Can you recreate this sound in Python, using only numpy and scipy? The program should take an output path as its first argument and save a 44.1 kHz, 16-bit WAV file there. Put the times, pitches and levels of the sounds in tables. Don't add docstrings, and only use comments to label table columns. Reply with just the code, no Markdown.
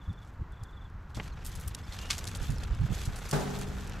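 import sys
import numpy as np
from scipy import signal
from scipy.fft import rfft, irfft, next_fast_len
from scipy.io import wavfile

SR = 44100
rng = np.random.default_rng(int(sys.argv[2]) if len(sys.argv) > 2 else 0)


def pcm_store(signal):
    levels = np.round(np.clip(np.atleast_2d(signal), -1, 1) * 32767)
    wavfile.write(sys.argv[1], SR, levels.astype(np.int16).T)


N = 176400

# t/s, level/dB
WIND_LOUDNESS = [(0, -47), (1.1, -45.5), (1.25, -41.5), (2, -40), (2.6, -35.5), (3.2, -38), (3.5, -41),
                 (4, -38)]
# f/Hz, level/dB
WIND_TONE = [(22, 1), (40, 3.5), (70, 3), (110, -3), (160, -7.5), (240, -16.5), (400, -25)]
# f/Hz, level/dB
HUSH_TONE = [(250, -3), (600, -7), (1050, -2), (1500, -4), (2300, -16.5), (3500, -24.5), (5000, -29.5),
             (7500, -34.5), (9500, -47), (12800, -37.5), (15500, -44)]
# t/s, level/dB
RUSTLE_LOUDNESS = [(0, -76), (.27, -70), (.47, -86.5), (.56, -76), (.88, -75.5), (1.02, -86), (1.09, -74),
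                   (1.135, -75), (1.16, -55), (1.22, -60), (1.27, -64), (1.32, -72), (1.42, -65),
                   (1.47, -55), (1.53, -61), (1.6, -56), (1.83, -62), (1.93, -52.5), (2.07, -51.5),
                   (2.15, -47.5), (2.22, -54), (2.36, -53), (2.6, -55), (2.85, -58.5), (2.97, -51.5),
                   (3.06, -52), (3.12, -59.5), (3.25, -50.5), (3.5, -52), (3.7, -56.5), (4, -60)]
# f/Hz, level/dB
RUSTLE_TONE = [(1200, -5), (2000, -1.5), (3300, 0), (5000, -4), (7600, -4.5), (9200, -12.5), (12200, -7.5),
               (13600, -19), (15500, -31)]
# t/s, number of chirps, level/dB
BIRD_TRILLS = [(.003, 6, -57.5), (.517, 4, -62.5), (.679, 5, -59), (1.7, 4, -61), (1.868, 4, -54),
               (2.302, 5, -56), (2.72, 8, -59)]
# t/s, level/dB, length/s, top f/Hz, left minus right/dB
WIND_BUMPS = [(0.064, -35, .065, 195, -3), (0.39, -35.5, .05, 220, 3), (0.482, -41.5, .07, 94, 0),
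              (.6, -38, .04, 127, 3), (0.928, -42, .05, 120, -6), (1.145, -37.5, .06, 135, -2),
              (1.555, -42, .04, 148, 12), (1.66, -39, .035, 123, 8), (2.409, -33.5, .025, 172, -10),
              (2.477, -31, .07, 195, -7.5), (2.707, -29.5, .04, 119, -7), (2.785, -27, .085, 175, -4.5),
              (2.881, -31, .06, 207, -8), (3.069, -30.5, .042, 185, -5.5)]
# t/s, level/dB, fade time/s, centre f/Hz
CANE_CREAKS = [(.129, -61.5, 0.0051, 4970), (.248, -65, .008, 5000), (.274, -66, .006, 6460),
               (.521, -63, .004, 7500), (.6345, -49, .005, 6900), (.898, -68, .005, 6000),
               (1.147, -49, 0.022, 4000), (1.1672, -47, 0.0099, 3340), (1.251, -60, 0.0041, 7500),
               (1.2785, -47.5, 0.0042, 3720), (1.4486, -44, 0.022, 8000), (1.464, -41.5, 0.013, 11000),
               (1.518, -47, 0.0028, 4800), (1.5529, -46, 0.016, 7760), (1.598, -49.5, .025, 11500),
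               (1.6775, -37.5, 0.008, 10600), (1.7482, -31.5, 0.0032, 4800), (1.9245, -45.5, .018, 3770),
               (1.965, -49, 0.011, 3780), (1.9894, -36.5, 0.0037, 3520), (2.015, -46, .003, 3800),
               (2.0572, -48, .008, 4800), (2.1034, -23.8, 0.012, 3400), (2.117, -39.5, 0.021, 4900),
               (2.149, -41, .002, 3600), (2.1814, -36.5, 0.011, 5560), (2.2412, -38.5, 0.004, 5370),
               (2.253, -45, .008, 7000), (2.2722, -32.5, 0.005, 4300), (2.286, -40, .005, 5500),
               (2.3146, -44, .004, 3800), (2.3503, -36.5, 0.004, 4400), (2.356, -43, .012, 7500),
               (2.4284, -45, 0.0047, 7000), (2.5045, -44, 0.008, 6500), (2.521, -46, .003, 7000),
               (2.584, -48, .004, 5500), (2.6362, -37.5, 0.003, 3970), (2.7487, -48, .003, 5200),
               (2.942, -47, 0.004, 4500), (2.952, -45, .003, 8000), (2.981, -46, .003, 5500),
               (3.033, -49.5, 0.015, 5400), (3.0535, -43, 0.016, 5900), (3.16, -45, 0.013, 7000),
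               (3.187, -46.5, 0.0074, 8000), (3.253, -46, .004, 6600), (3.2889, -43.5, 0.02, 7200),
               (3.3114, -35, 0.016, 5700), (3.398, -44.5, 0.014, 5500), (3.589, -44.5, 0.0077, 7950),
               (3.6132, -38.5, 0.0046, 6500), (3.8072, -49.5, 0.0079, 4800), (3.8731, -46, 0.0045, 5500),
               (3.8955, -46, 0.0038, 7500)]
# t/s, level/dB
PATTER_LOUDNESS = [(0, -97), (1.1, -71), (1.25, -54.5), (1.8, -56.5), (2.1, -50.5), (2.9, -52.5),
                   (3.2, -50), (3.6, -53), (4, -50)]
# f/Hz, level/dB
PATTER_TONE = [(200, -10), (450, -2.5), (800, -3), (1600, -2.5), (3000, -13), (6000, -22)]
# t/s, level/dB, fade time/s, centre f/Hz
TOMATO_TAPS = [(1.1721, -39, 0.02, 407), (1.1986, -31.5, 0.0052, 1250), (2.857, -47, 0.025, 700),
               (2.891, -43, 0.008, 280), (2.917, -41, 0.011, 330), (3.083, -46, 0.011, 280),
               (3.4763, -40, 0.0042, 1400), (3.615, -42, 0.013, 1130), (3.9207, -45, 0.0056, 2200),
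               (3.934, -46, 0.0068, 2000)]
# t/s, level/dB, length/s, start f/Hz, end f/Hz
SKIN_SQUEAKS = [(1.312, -58, .03, 4500, 3850), (1.322, -64, .026, 6400, 6200),
                (1.83, -57, .026, 5350, 5100), (1.917, -55, .024, 4500, 3900)]
# f/Hz, level/dB, time to fade by 60 dB/s
FRAME_NOTES = [(1200, -34, .06), (1560, -36, .05), (2191, -32, .065), (3397, -32, .05), (5039, -38, .06),
               (7494, -36, .045)]
# f/Hz, level/dB
CLANG_TONE = [(90, -11), (150, 0), (400, -3.5), (800, -6.5), (1500, -10), (2500, -20.5), (7000, -23),
              (15000, -37)]
# f/Hz, level/dB, time to fade by 60 dB/s, left minus right/dB
METAL_NOTES = [(62.7, -43, 3.3, -3), (139, -32.5, 1.7, 2.5), (145, -20.5, 0.38, 1), (192, -39, 5.5, 1),
               (243, -36.5, 1.6, 4), (275, -40, 0.65, -13), (406, -34.5, 1.55, -2), (435, -42.5, 1.4, -5),
               (544, -43, 0.8, -7), (616, -35.5, 0.42, 9), (663, -46, 1.1, -4), (739, -41, 1.2, 3),
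               (791, -43, 1.1, -1), (840, -38.5, .65, -8), (965, -41, .5, 0)]
# t/s, level/dB
STEREO_WIDTH = [(0, -54), (1.12, -39), (1.16, -4.5), (2.2, -5), (2.6, 0.5), (4, -1.5)]


def from_db(db):
    return 10 ** (np.asarray(db) / 20)


def rms_one(x):
    return x / np.sqrt(np.mean(x ** 2) + 1e-20)


def level(rows):
    return from_db(np.interp(np.arange(N) / SR, *np.transpose(rows)))


def pan(db):
    return from_db(np.array([[db], [-db]]) / 2)


def add(out, at_s, sound):
    start = max(int(at_s * SR), 0)
    part = sound[..., :max(N - start, 0)]
    out[:, start:start + part.shape[-1]] += part


def band(x, low_hz, high_hz, order=2):
    high_hz = min(high_hz, .45 * SR)
    sos = signal.butter(order, [min(low_hz, high_hz / 2), high_hz], "band", fs=SR, output="sos")
    return signal.sosfilt(sos, x + 1e-18)


def colour(x, tone):
    hz, db = np.transpose(tone)
    size = next_fast_len(N + SR // 2)
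    octave = np.log2(np.maximum(np.fft.rfftfreq(2 * size, 1 / SR), 1))
    outside = np.abs(octave - np.clip(octave, np.log2(hz[0]), np.log2(hz[-1])))
    gain_db = np.interp(octave, np.log2(hz), db) - np.minimum(24 * outside, 70)
    cepstrum = irfft(np.log(from_db(gain_db)))
    response = np.exp(rfft(2 * cepstrum[:size], 2 * size))
    return rms_one(irfft(rfft(x, 2 * size) * response)[..., :N])


def noise(size, likeness):
    mid, side = rng.standard_normal((2, size))
    return np.sqrt((1 + likeness) / 2) * mid + np.sqrt((1 - likeness) / 2) * np.array([side, -side])


def wander(per_s):
    points = rng.standard_normal(400)
    return np.interp(np.arange(N) / SR * per_s, np.arange(len(points)), points)


def clicks(per_s, spread_db, size):
    strength = from_db(spread_db * np.minimum(rng.exponential(1, size), 4))
    return (rng.random(size) < per_s / SR) * strength * rng.choice([-1, 1], size)


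def grains(per_s, spread_db, ring_s, likeness, spots=12):
    out, t = np.zeros((2, N)), np.arange(SR // 40) / SR
    hits, spot = clicks(per_s, spread_db, N), rng.integers(0, spots, N)
    for k in range(spots):
        ring = noise(len(t), likeness) * np.exp(-t / ring_s)
        out += signal.oaconvolve([hits * (spot == k)], ring, axes=1)[:, :N]
    return out


def note(length_s, db, start_hz, end_hz, unsteady=.0087):
    size = int(length_s * SR)
    wobble = rms_one(band(rng.standard_normal(SR // 2), 40, 300))[-size:]
    hz = np.linspace(start_hz, end_hz, size) * (1 + unsteady * wobble)
    return from_db(db) * np.hanning(size) * np.sin(2 * np.pi * np.cumsum(hz) / SR)


def wind():
    return level(WIND_LOUDNESS) * colour(noise(N, likeness=.934), WIND_TONE)


def hush():
    return from_db(-57) * colour(noise(N, likeness=1), HUSH_TONE)


def rustle(surges_per_s=38, surge_db=4.4):
    rubbing = grains(per_s=2400, spread_db=3.5, ring_s=.0015, likeness=.83)
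    surges = from_db(surge_db * wander(surges_per_s))
    return level(RUSTLE_LOUDNESS) * colour(rubbing * surges, RUSTLE_TONE)


def ticks(canes=22, low_hz=1900, high_hz=8000, fade_cycles=15, db_per_octave=-.5, below_rustle_db=5):
    out, t = np.zeros((2, N)), np.arange(SR // 40) / SR
    hits, cane = clicks(per_s=220, spread_db=2.6, size=N), rng.integers(0, canes, N)
    for k, hz in enumerate(np.geomspace(low_hz, high_hz, canes)):
        ring = rms_one(np.exp(-t * hz / fade_cycles) * np.sin(2 * np.pi * hz * t))
        burst = rng.standard_normal(len(t)) * np.exp(-t / .0008)
        crack = rms_one(band(burst, hz / 1.6, hz * 1.6, order=1))
        gain = from_db(db_per_octave * np.log2(hz / low_hz)) * pan(rng.normal(0, 4))
        out += gain * signal.oaconvolve(hits * (cane == k), ring + .5 * crack)[:N]
    return level(RUSTLE_LOUDNESS) * from_db(-below_rustle_db) * rms_one(band(out, low_hz / 2, high_hz))


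def bird_trills(every_s=.041, length_s=.032, start_hz=3680, end_hz=3270, echo_s=.013, echo_db=-11):
    out = np.zeros((2, N))
    for start_s, count, db in BIRD_TRILLS:
        for k, (late, loud, sharp) in enumerate(rng.standard_normal((round(count), 3))):
            at_s = start_s + k * every_s + .002 * late
            pitch = 1 + .007 * sharp
            chirp = note(length_s, db + 1.6 * loud, start_hz * pitch, end_hz * pitch)
            add(out, at_s, chirp)
            add(out, at_s + echo_s, from_db(echo_db) * chirp)
    return out


def wind_bumps(low_hz=33.4, soften_above_hz=107):
    out = np.zeros((2, N))
    for at_s, db, length_s, top_hz, lean_db in WIND_BUMPS:
        size = int(length_s * SR)
        swirl = band(noise(SR // 2, likeness=.83), low_hz, top_hz, order=3)
        swirl = band(swirl, 24, soften_above_hz, order=1)
        bump = rms_one(swirl[:, -size:] * signal.windows.tukey(size, .6))
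        add(out, at_s, from_db(db) * pan(lean_db) * bump)
    return out


def crackles(rows, width, likeness, lead_s=.0026, lead_db=-10, slip_s=.00095, top_hz=12700):
    out, lead = np.zeros((2, N)), SR // 50
    t = (np.arange(SR // 5) - lead) / SR
    for at_s, db, fade_s, hz in rows:
        slips = clicks(per_s=900, spread_db=3, size=len(t)) ** 2
        slips[lead] = 1.3 ** 2
        energy = signal.lfilter([1], [1, -np.exp(-2 / (slip_s * SR))], slips)
        rise = from_db(lead_db) * np.exp(-abs(t) / lead_s)
        fall = np.exp(-abs(t) / fade_s)
        burst = np.sqrt(energy) * np.where(t < 0, rise, fall) * noise(len(t), likeness)
        burst = band(burst, hz / width, hz * width, order=1)
        burst = band(burst, hz / 5, min(hz * 3, top_hz), order=3)
        add(out, at_s - lead / SR, from_db(db) * burst * np.sqrt(fade_s * SR / np.sum(burst ** 2)))
    return out


def creaks():
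    return crackles(CANE_CREAKS, width=1.51, likeness=.8)


def patter():
    landings = grains(per_s=260, spread_db=.5, ring_s=.0056, likeness=.9)
    return level(PATTER_LOUDNESS) * colour(landings, PATTER_TONE)


def taps(thud_hz=185, thud_s=.0085, above_tap_db=.5):
    out, t = crackles(TOMATO_TAPS, width=2.05, likeness=.85), np.arange(SR // 5) / SR
    for at_s, db, _, _ in TOMATO_TAPS:
        hz = thud_hz * rng.uniform(.82, 1.16)
        thud = np.exp(-t / thud_s) * np.sin(2 * np.pi * hz * t)
        add(out, at_s, from_db(db + above_tap_db) * thud)
    return out


def squeaks():
    out = np.zeros((2, N))
    for at_s, db, length_s, start_hz, end_hz in SKIN_SQUEAKS:
        add(out, at_s, note(length_s, db, start_hz, end_hz, unsteady=.02))
    return out


def bird_whistle(at_s=1.94):
    out = np.zeros((2, N))
    add(out, at_s, note(length_s=.19, db=-51, start_hz=2720, end_hz=2920))
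    return out


def frame_ring(at_s=2.1036):
    out, t = np.zeros((2, N)), np.arange(SR // 5) / SR
    for hz, db, ring_s in FRAME_NOTES:
        add(out, at_s, from_db(db - 60 * t / ring_s) * np.sin(2 * np.pi * hz * t))
    return out


def metal_knock(at_s=3.326, rise_s=.0033, clang_s=.2, tail_s=1.7, waver=.15, wavers_per_s=24):
    out, t = np.zeros((2, N)), np.arange(N) / SR
    fade = from_db(-31 - 60 * t / clang_s) + from_db(-36 - 60 * t / tail_s)
    sound = fade * colour(noise(N, likeness=.47), CLANG_TONE)
    for hz, db, ring_s, lean_db in METAL_NOTES:
        ear_shift = min(hz / 450, .7) * rng.choice([-1, 1]) * np.array([[1], [-1]])
        swell = 1 + waver * wander(wavers_per_s)
        drift = np.pi * waver * wander(wavers_per_s)
        wave = np.sin(2 * np.pi * hz * t + ear_shift + drift)
        sound += pan(lean_db) * from_db(db - 60 * t / ring_s) * swell * wave
    add(out, at_s, sound * (1 - np.exp(-t / rise_s)))
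    return out


def scene():
    opening = wind() + hush() + rustle() + ticks() + bird_trills() + wind_bumps() + creaks()
    return opening + patter() + taps() + squeaks() + bird_whistle() + frame_ring() + metal_knock()


def record(dry, wide_above_hz=10000, extra_width=.72, cutoff_hz=15700):
    mid, side = (dry[0] + dry[1]) / 2, (dry[0] - dry[1]) / 2
    side = level(STEREO_WIDTH) * side + extra_width * band(side, wide_above_hz, cutoff_hz, order=1)
    top_cut = signal.ellip(10, .2, 80, cutoff_hz, fs=SR, output="sos")
    return signal.sosfilt(top_cut, [mid + side, mid - side])


dry = scene()
out = record(dry)
pcm_store(out)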